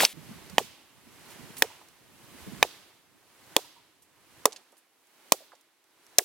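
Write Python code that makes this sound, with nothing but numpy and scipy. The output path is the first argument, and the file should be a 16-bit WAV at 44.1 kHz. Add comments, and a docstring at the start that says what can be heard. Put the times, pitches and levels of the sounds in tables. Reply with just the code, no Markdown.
"""A hatchet bites seven times into a fallen log, heard from a stereo microphone in a quiet wood.
Each blow is a few milliseconds of tearing fibres that ring the steel head and the log; the trunks
around scatter it back. Small wooden knocks follow, chips land on dry leaves, and at the very start
a dry branch cracks close by. Behind are leaves, far air, hiss and a breeze on the microphone ports;
the level of this whole background rises before each blow and sinks after it."""
import sys
import numpy as np
from scipy import signal
from scipy.fft import rfft, irfft
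from scipy.io import wavfile

SR = 44100
rng = np.random.default_rng(int(sys.argv[2]) if len(sys.argv) > 2 else 0)


def log_audio(samples):
    """Write samples as a 16-bit WAV file to the path given in sys.argv[1]."""
    # one column per channel
    frames = np.atleast_2d(samples).T
    # limit to full scale, then quantise
    limited = np.clip(frames, -1, 1)
    pcm = np.round(limited * 32767).astype(np.int16)
    wavfile.write(sys.argv[1], SR, pcm)


N = 275184
LOG_PAN_DB = -3   # every pan is left minus right: the log is louder on the right

# modes of the steel head, damped by the wood: f/Hz, level/dB, t60/s
HEAD_MODES = [(1850, 2.5, .012), (2500, -0.5, 0.035), (3000, -3, 0.018), (3570, -0.5, .009),
              (4500, -5, .009), (5100, -10, .009), (6580, -8.5, 0.019)]
def steel_head(push, tearing, t, bite_ms, cutoff_ms=5.3):
    """Tearing fibres shake the head; its ring cuts off just after the bite."""
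    shake = push + .055 * tearing
    modes = sum(from_db(db) * rms_one(ring(shake, hz, t60)) * (-1) ** k
                for k, (hz, db, t60) in enumerate(HEAD_MODES))
    return modes * np.exp(-(t * 1000 / (bite_ms + cutoff_ms)) ** 3)


# modes of the fallen log: f/Hz, level/dB, t60/s
LOG_MODES = [(330, -3, .04), (430, 0, .05), (560, -3, .035), (735, 0, .04), (1040, -4, .022),
             (1250, -5, .018), (1900, -6, .016), (2500, -7, .014)]
def log_ring(push):
    """The log rings, its modes balanced differently at every blow."""
    return sum(from_db(db + rng.normal(0, 4)) * ring(push, hz, t60) * (-1) ** k
               for k, (hz, db, t60) in enumerate(LOG_MODES))


# returns along the log: mean delay/s, spread/s, low f/Hz, high f/Hz
LOG_RETURNS = [(.010, .005, 756, 1250), (0.02, .007, 502, 851), (0.022, .007, 370, 516.5)]
def bending_waves(t):
    """Bending waves come back along the log, high ones first, each a swell of noise."""
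    for delay, spread, low, high in LOG_RETURNS:
        noise = rng.standard_normal(len(t))
        arrival = delay * rng.uniform(.76, 1.3)
        yield band(noise * np.exp(-((t - arrival) / spread) ** 2), low, high)


# blows at the log: t/s, rms level over the first 5 ms/dB, knock f/Hz, crack f/Hz, bite/ms;
# shares/dB of knock, crack, head, splinters, log ring, each return;
# echo level/dB, echo tilt/(dB per octave), echo emphasis f/Hz
BLOWS = [(0.582, -11.5, 850, 3090, 0.35, -1, -9, -4, -10.5, -27.5, -22, -44, 4, 2800),
         (1.6220, -10.5, 970, 1893, 2.5, -11.5, -3.5, -1, 2, -10, -21.5, -46.5, 2, 2500),
         (2.6274, -9, 1000, 2534, 3.2, -5, -5.5, -2, -7.5, -20.5, -25, -45, 3, 3546),
         (3.5647, -11, 800, 3410, 2.8, -5, -5.5, -14.5, -0.5, -9.5, -25, -49, 5, 3500),
         (4.4552, -9.5, 619, 1080, 3.2, -8.5, -7, -12.5, -1.5, -11.5, -25.5, -53.5, 2.5, 1402),
         (5.3209, -7.5, 620, 1050, 3.1, -2.5, -9, -12.5, 4.5, -15.5, -28, -55.5, 7.5, 3295),
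         (6.1833, -8, 602, 2720, 5.6, -13, -15, -30, 5.5, -9, -26, -52.5, 8.5, 2960)]
def hatchet():
    """The edge lands and fibres tear for a few milliseconds; notch, head and log ring."""
    out, t = np.zeros((2, N)), np.arange(SR // 6) / SR
    for s, level_db, knock_hz, crack_hz, bite_ms, *shares, _, _, _ in BLOWS:
        knock_db, crack_db, head_db, splinter_db, log_db, return_db = shares
        # the level holds briefly, then drops abruptly, leaving only a faint crackle
        bite = np.exp(-(t * 1000 / bite_ms) ** 3) * np.minimum(t / .0005, 1)
        tearing = rng.standard_normal((3, len(t))) * (bite + .1 * np.exp(-t / .0087))
        tearing = tearing[0] + .86 * tearing[1:]   # shared by the ports, plus each port's own
        push = np.exp(-t / .00008) + .1 * tearing[0]
        parts = [(-22.5, coupled_ring(push, hz=335, t60=.011)),   # low thump
                 (crack_db, coupled_ring(push, crack_hz, t60=.0051)),
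                 (knock_db, ring(push, knock_hz, t60=.0066)),   # the notch knocks at once
                 (head_db, steel_head(push, tearing, t, bite_ms)),
                 (splinter_db, band(tearing, 3300, 19000) + .4 * band(tearing, 5500, 8000)),
                 (log_db, log_ring(push))]
        parts += [(return_db, wave) for wave in bending_waves(t)]
        blow = sum(from_db(db) * rms_one(part) for db, part in parts)
        blow = band(band(blow, 240, 19500), 240, 19500)
        add(out, s, from_db(level_db) * blow / np.std(blow[:, :SR // 200]), LOG_PAN_DB)
    return out


def coupled_ring(push, hz, t60):
    """Blade and notch are coupled: a resonance applied twice swells before it dies."""
    return ring(ring(push, hz, t60), hz, t60)


# sound from all around, at the two ports: f/Hz, left-right likeness/0..1
DIFFUSE_LIKENESS = [(60, 0.29), (180, 0.31), (550, 0.96), (1650, 0.72), (4970, 0.13), (15000, 0.06)]
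# scatter off the surrounding trunks: f/Hz, spectral level/dB, t60/s
TRUNK_SCATTER = [(250, -9, 0.2), (600, -0.5, .3), (1520, -4.5, 0.41), (2800, -3.5, 1), (4500, -1, 0.74),
                 (8000, 0, .3), (14000, -10, 0.37)]
def trunk_echoes():
    """Echoes of each blow off many trunks merge into noise that dies band by band."""
    out, t = np.zeros((2, N)), np.arange(int(.7 * SR)) / SR
    edges = 200 * 2. ** np.arange(0, 6.6, 1 / 3)
    for s, *_, echo_db, tilt_db, emphasis_hz in BLOWS:
        white, tail = rng.standard_normal((2, 3, len(t))), 0
        for k, (low, high) in enumerate(zip(edges, edges[1:])):
            hz = np.sqrt(low * high)
            alike = np.clip(at_hz(DIFFUSE_LIKENESS, hz), 0, 1)
            noise = np.sqrt(alike) * white[k % 2, 0] + np.sqrt(1 - alike) * white[k % 2, 1:]
            level_db = echo_db + at_hz(TRUNK_SCATTER, hz) + tilt_db * np.log2(hz / 2000)
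            level_db += 7 * np.exp(-(np.log2(hz / emphasis_hz) / .5) ** 2)
            t60 = at_hz(TRUNK_SCATTER, hz, column=2)
            tail = tail + band(noise, low, high) * from_db(level_db - 60 * t / t60)
        add(out, s, tail * np.minimum(t / .016, 1), LOG_PAN_DB)
    return out


# snaps close to the microphone: t/s, peak level/dB, f/Hz, width/octaves
BRANCH_SNAPS = [(.004, -6.5, 2070, 1.35), (.0095, -11.5, 3808, 4), (0.022, -11, 3460, 5),
                (0.027, -20.5, 5050, 0.75), (.032, -13, 744, .7), (0.0315, -11.5, 9000, 2),
                (0.0499, -1, 4300, 0.89), (0.05, -3.5, 3770, 2)]
# the branch's crackle and its echo: t/s, level/dB, share of the woody low end/dB
BRANCH_CRACKLE = [(0, -22, -3.5), (.045, -22.5, -4), (.058, -30.5, -8.5), (.075, -40.5, -8),
                  (.115, -45.5, -10.5), (.131, -46, -10.5), (.135, -81, -9.5)]
def branch():
    """A dry branch breaks: sharp snaps over a dense crackle with a woody low end."""
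    level_db, woody_db = in_time(BRANCH_CRACKLE)
    white = rng.standard_normal((3, N))
    white = white[0] + .3 * white[1:]
    bright = rms_one(band(white, 1700, 17000) + .8 * band(white, 2000, 5100))
    woody = from_db(woody_db) * rms_one(band(white, 230, 3000))
    decay_ms, pan_db = 2.1, -3.5
    snaps = bursts([(*snap, decay_ms, pan_db) for snap in BRANCH_SNAPS], apart=.14, rise_ms=.29)
    return snaps + from_db(level_db) * rms_one(bright + woody)


# knocks at the log: t/s, peak level/dB, f/Hz, width/octaves, decay/ms
WOOD_KNOCKS = [(1.697, -47, 920, 0.17, 15), (1.812, -46.5, 956, 0.45, 7.7), (3.642, -50.5, 935, 0.3, 15),
               (3.761, -52, 970, 0.18, 10), (4.49, -48, 500, 1.7, 87), (4.724, -51.5, 700, 1.4, 15),
               (5.403, -46.5, 584, 0.25, 13), (5.518, -44, 1190, 0.89, 10), (5.528, -46.5, 653, 0.76, 10.4),
               (6.191, -18.5, 1860, 0.27, 0.86)]
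def wood_knocks(pan_db=-5):
    """Small wooden knocks after the blows, one longer low rumble and one sharp second crack."""
    return bursts([(*knock, pan_db) for knock in WOOD_KNOCKS], apart=.1, rise_ms=.92)


# chips and cloth, right of the microphone: t/s, peak level/dB, f/Hz, width/octaves, decay/ms
RUSTLES = [(0.4972, -35.5, 4970, 6.2, 5), (1.302, -35.5, 8160, 5.7, 42), (1.567, -27.5, 9600, 5.7, 18),
           (1.581, -27, 11800, 0.87, 24), (1.885, -43, 8800, 1.8, 3.9), (4.021, -47, 11470, 1.5, 16),
           (4.477, -47, 8830, 2, 9.9), (4.51, -48, 4480, 1, 3.6), (4.5217, -34, 4600, 1.5, 3),
           (4.528, -30.5, 4900, 1.4, 3.3), (4.561, -33, 3700, 1.8, 7.6), (4.72, -50, 8750, 1.6, 5.9),
           (4.768, -47, 5950, 6.6, 9.1), (4.778, -48, 10530, 0.76, 11), (5.07, -48.5, 9170, 2, 4),
           (5.552, -50.5, 6020, 1.4, 4.6), (5.61, -49, 11030, 1.6, 3.6), (5.84, -52, 10000, 3, 2.6),
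           (6.065, -42, 8820, 3, 2)]
def chips_and_cloth(pan_db=-7):
    """Chips land on dry leaves and cloth rustles, in short bright bursts."""
    return bursts([(*rustle, pan_db) for rustle in RUSTLES], apart=.44, rise_ms=.98)


# the strongest puffs, right on the microphone: t/s, peak level/dB, pan/dB
WIND_PUFFS = [(.133, -50, -15), (.164, -44.5, -22.5), (.284, -38.5, -4), (.305, -38, 6), (.349, -46, -7),
              (.439, -48.5, -12.5), (1.267, -56, -14), (1.384, -44.5, -13), (1.425, -44, -11),
              (1.492, -41, 7.5), (2.464, -30.5, -6), (2.515, -38, -19), (2.559, -48.5, -14.5),
              (2.6, -42, -4)]
def wind_puffs(hz=171.1, octaves=1, decay_ms=18):
    """Puffs of wind hit the ports with low thuds, largely different in each."""
    rows = [(s, db, hz, octaves, decay_ms, pan_db) for s, db, pan_db in WIND_PUFFS]
    return bursts(rows, apart=2.2, rise_ms=6)


# wind rumble on the microphone: f/Hz, spectral level/dB
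BREEZE_SPECTRUM = [(15, -50), (25, -23), (108, -2.5), (151, -4), (256, -4.5), (334, -10.5), (377, -22.5),
                   (600, -18), (780, -42), (1320, -120)]
# its floor between swells: t/s, level/dB
BREEZE_LULL = [(0, -74), (2.2, -70.5), (4.1, -76.5), (4.7, -94.5), (6.24, -86)]
def breeze():
    """Moving air brushes each port separately: a fluttering rumble, stronger on the right."""
    lull = from_db(in_time(BREEZE_LULL)[0])
    gain = np.hypot(swell(column=3, rise_db_per_s=39.5, sink_db_per_s=116.5), lull)
    rumble = banded_noise(BREEZE_SPECTRUM, flicker_db=4.5, likeness=[(20, .05), (600, .02)])
    return pan(gain * rumble, -6)


# leaves and distant air in the wood: f/Hz, spectral level/dB
AIR_SPECTRUM = [(24, -61), (40, -31.5), (223, -13), (290, -1), (579, -10.5), (890, -2), (1050, -12),
                (1540, -7), (5330, -14), (12000, -17.5), (15600, -40.5), (22000, -120)]
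def far_air():
    """Leaves and far air blend into a broad, soft wash."""
    wash = banded_noise(AIR_SPECTRUM, flicker_db=.7, likeness=DIFFUSE_LIKENESS)
    return pan(swell(column=1, rise_db_per_s=33, sink_db_per_s=35) * wash, -2.4)


# faint hiss behind everything: f/Hz, spectral level/dB
HISS_SPECTRUM = [(1500, -18), (3000, 2.5), (6000, -12), (10000, -1), (14000, 6.5), (17000, -8.5)]
def hiss():
    """A smooth, high hiss, almost unrelated between left and right."""
    noise = banded_noise(HISS_SPECTRUM, flicker_db=.15, likeness=[(100, .02), (16000, .02)])
    return swell(column=2, rise_db_per_s=26.5, sink_db_per_s=42) * noise


# crests of the background level, one a blow: t/s, air level/dB, hiss level/dB, breeze level/dB
CRESTS = [(.27, -52, -62.5, -52), (1.302, -51.5, -61, -54.5), (2.42, -51, -59, -53.5),
          (3.521, -55, -64, -71), (4.401, -57, -67, -69), (5.299, -58.5, -66, -81.5),
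          (6.2, -58, -69.5, -84.5)]
def swell(column, rise_db_per_s, sink_db_per_s):
    """Gain of one background layer: it rises to each crest, holds until the blow lands, then sinks."""
    t, power = np.arange(N) / SR, 0
    for crest, blow in zip(CRESTS, BLOWS):
        before, after = np.maximum(crest[0] - t, 0), np.maximum(t - blow[0], 0)
        power += from_db(crest[column] - rise_db_per_s * before - sink_db_per_s * after) ** 2
    return np.sqrt(power)


def bursts(rows, apart, rise_ms):
    """Grainy bursts of band noise; apart weights each port's own noise against the shared noise."""
    out, t = np.zeros((2, N)), np.arange(SR // 8) / SR
    for s, peak_db, hz, octaves, decay_ms, pan_db in rows:
        grains = rng.standard_normal((3, len(t))) * rng.exponential(1, len(t)) ** .5
        envelope = np.exp(-t * 1000 / decay_ms) * np.minimum(t * 1000 / rise_ms, 1)
        burst = (grains[0] + apart * grains[1:]) * envelope
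        burst = band(burst, hz * 2 ** (-octaves / 2), hz * 2 ** (octaves / 2))
        add(out, s, from_db(peak_db) * burst / np.abs(burst).max(), pan_db)
    return out


def banded_noise(spectrum, flicker_db, likeness):
    """Half-octave bands of stereo noise, each with its own level, flicker and likeness; rms 1."""
    out, together, edges = 0, drift(3), 25 * 2 ** np.arange(0, 9.6, .5)
    white = rng.standard_normal((2, 2, N))
    for k, (low, high) in enumerate(zip(edges, edges[1:])):
        hz = np.sqrt(low * high)
        if spectrum[0][0] < hz < spectrum[-1][0]:
            mid, side = band(white[k % 2], low, high)
            alike = np.clip(at_hz(likeness, hz), -1, 1)
            gain = from_db(at_hz(spectrum, hz) + flicker_db * (.6 * together + drift(32)))
            out = out + gain * (np.sqrt(1 + alike) * mid + np.sqrt(1 - alike) * side * [[1], [-1]])
    return rms_one(out)


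def drift(rate_hz):
    """A slow random wander of rms about 1."""
    r = np.exp(-80 * np.pi * rate_hz / SR)
    slow = signal.lfilter([1], [1, -2 * r, r * r], rng.standard_normal(N // 40 + 2002))[2000:]
    return np.interp(np.arange(N) / 40, np.arange(len(slow)), rms_one(slow))


def ring(clicks, hz, t60):
    """A unit click sets a sine of height 1 ringing."""
    r, w = from_db(-60 / (t60 * SR)), 2 * np.pi * hz / SR
    return signal.lfilter([0, np.sin(w)], [1, -2 * r * np.cos(w), r * r], clicks)


def band(x, low_hz, high_hz):
    """Butterworth band-pass."""
    sos = signal.butter(2, [low_hz, min(high_hz, .45 * SR)], "band", fs=SR, output="sos")
    return signal.sosfilt(sos, x)


def from_db(db):
    """Decibels to gain."""
    return 10 ** (np.asarray(db) / 20)


def rms_one(x):
    """Scale to rms 1."""
    return x / np.sqrt(np.mean(x ** 2) + 1e-20)


def in_time(rows):
    """Each column of a curve, sample by sample."""
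    s, *columns = np.transpose(rows)
    return [np.interp(np.arange(N) / SR, s, c) for c in columns]


def at_hz(points, hz, column=1):
    """A column of a spectrum table read on a log-frequency axis."""
    return np.interp(np.log(hz), np.log(np.array(points)[:, 0]), np.array(points)[:, column])


def pan(sound, pan_db):
    """Set the left channel pan_db above the right."""
    return sound * from_db([[pan_db / 2], [-pan_db / 2]])


def add(out, s, sound, pan_db):
    """Mix in a panned sound at s seconds."""
    i = round(s * SR)
    out[:, i:i + sound.shape[-1]] += pan(sound, pan_db)[:, :N - i]


def at_ports(near, lag_s=2.3e-5, shadow_hz=12500):
    """The right port hears near sounds a little later and is shaded in the top treble."""
    hz = np.fft.rfftfreq(N, 1 / SR)
    response = np.exp(-2j * np.pi * hz * lag_s) / np.sqrt(1 + (hz / shadow_hz) ** 6)
    return np.array([near[0], irfft(rfft(near[1]) * response, N)])


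def scene():
    """Everything as it reaches the two microphone ports."""
    after_branch = np.arange(N) / SR > .133   # the background enters as the crackle ends
    background = (far_air() + hiss() + breeze()) * after_branch
    small_sounds = wood_knocks() + chips_and_cloth()
    puffs = wind_puffs()
    return at_ports(hatchet() + small_sounds + branch()) + trunk_echoes() + puffs + background


def record(dry):
    """Peaks overload, and a steep low-pass cuts the top."""
    clipped = np.clip(dry, -.88, .88)
    return signal.sosfilt(signal.cheby2(18, 70, 16900, fs=SR, output="sos"), clipped)


dry = scene()
out = record(dry)
log_audio(out)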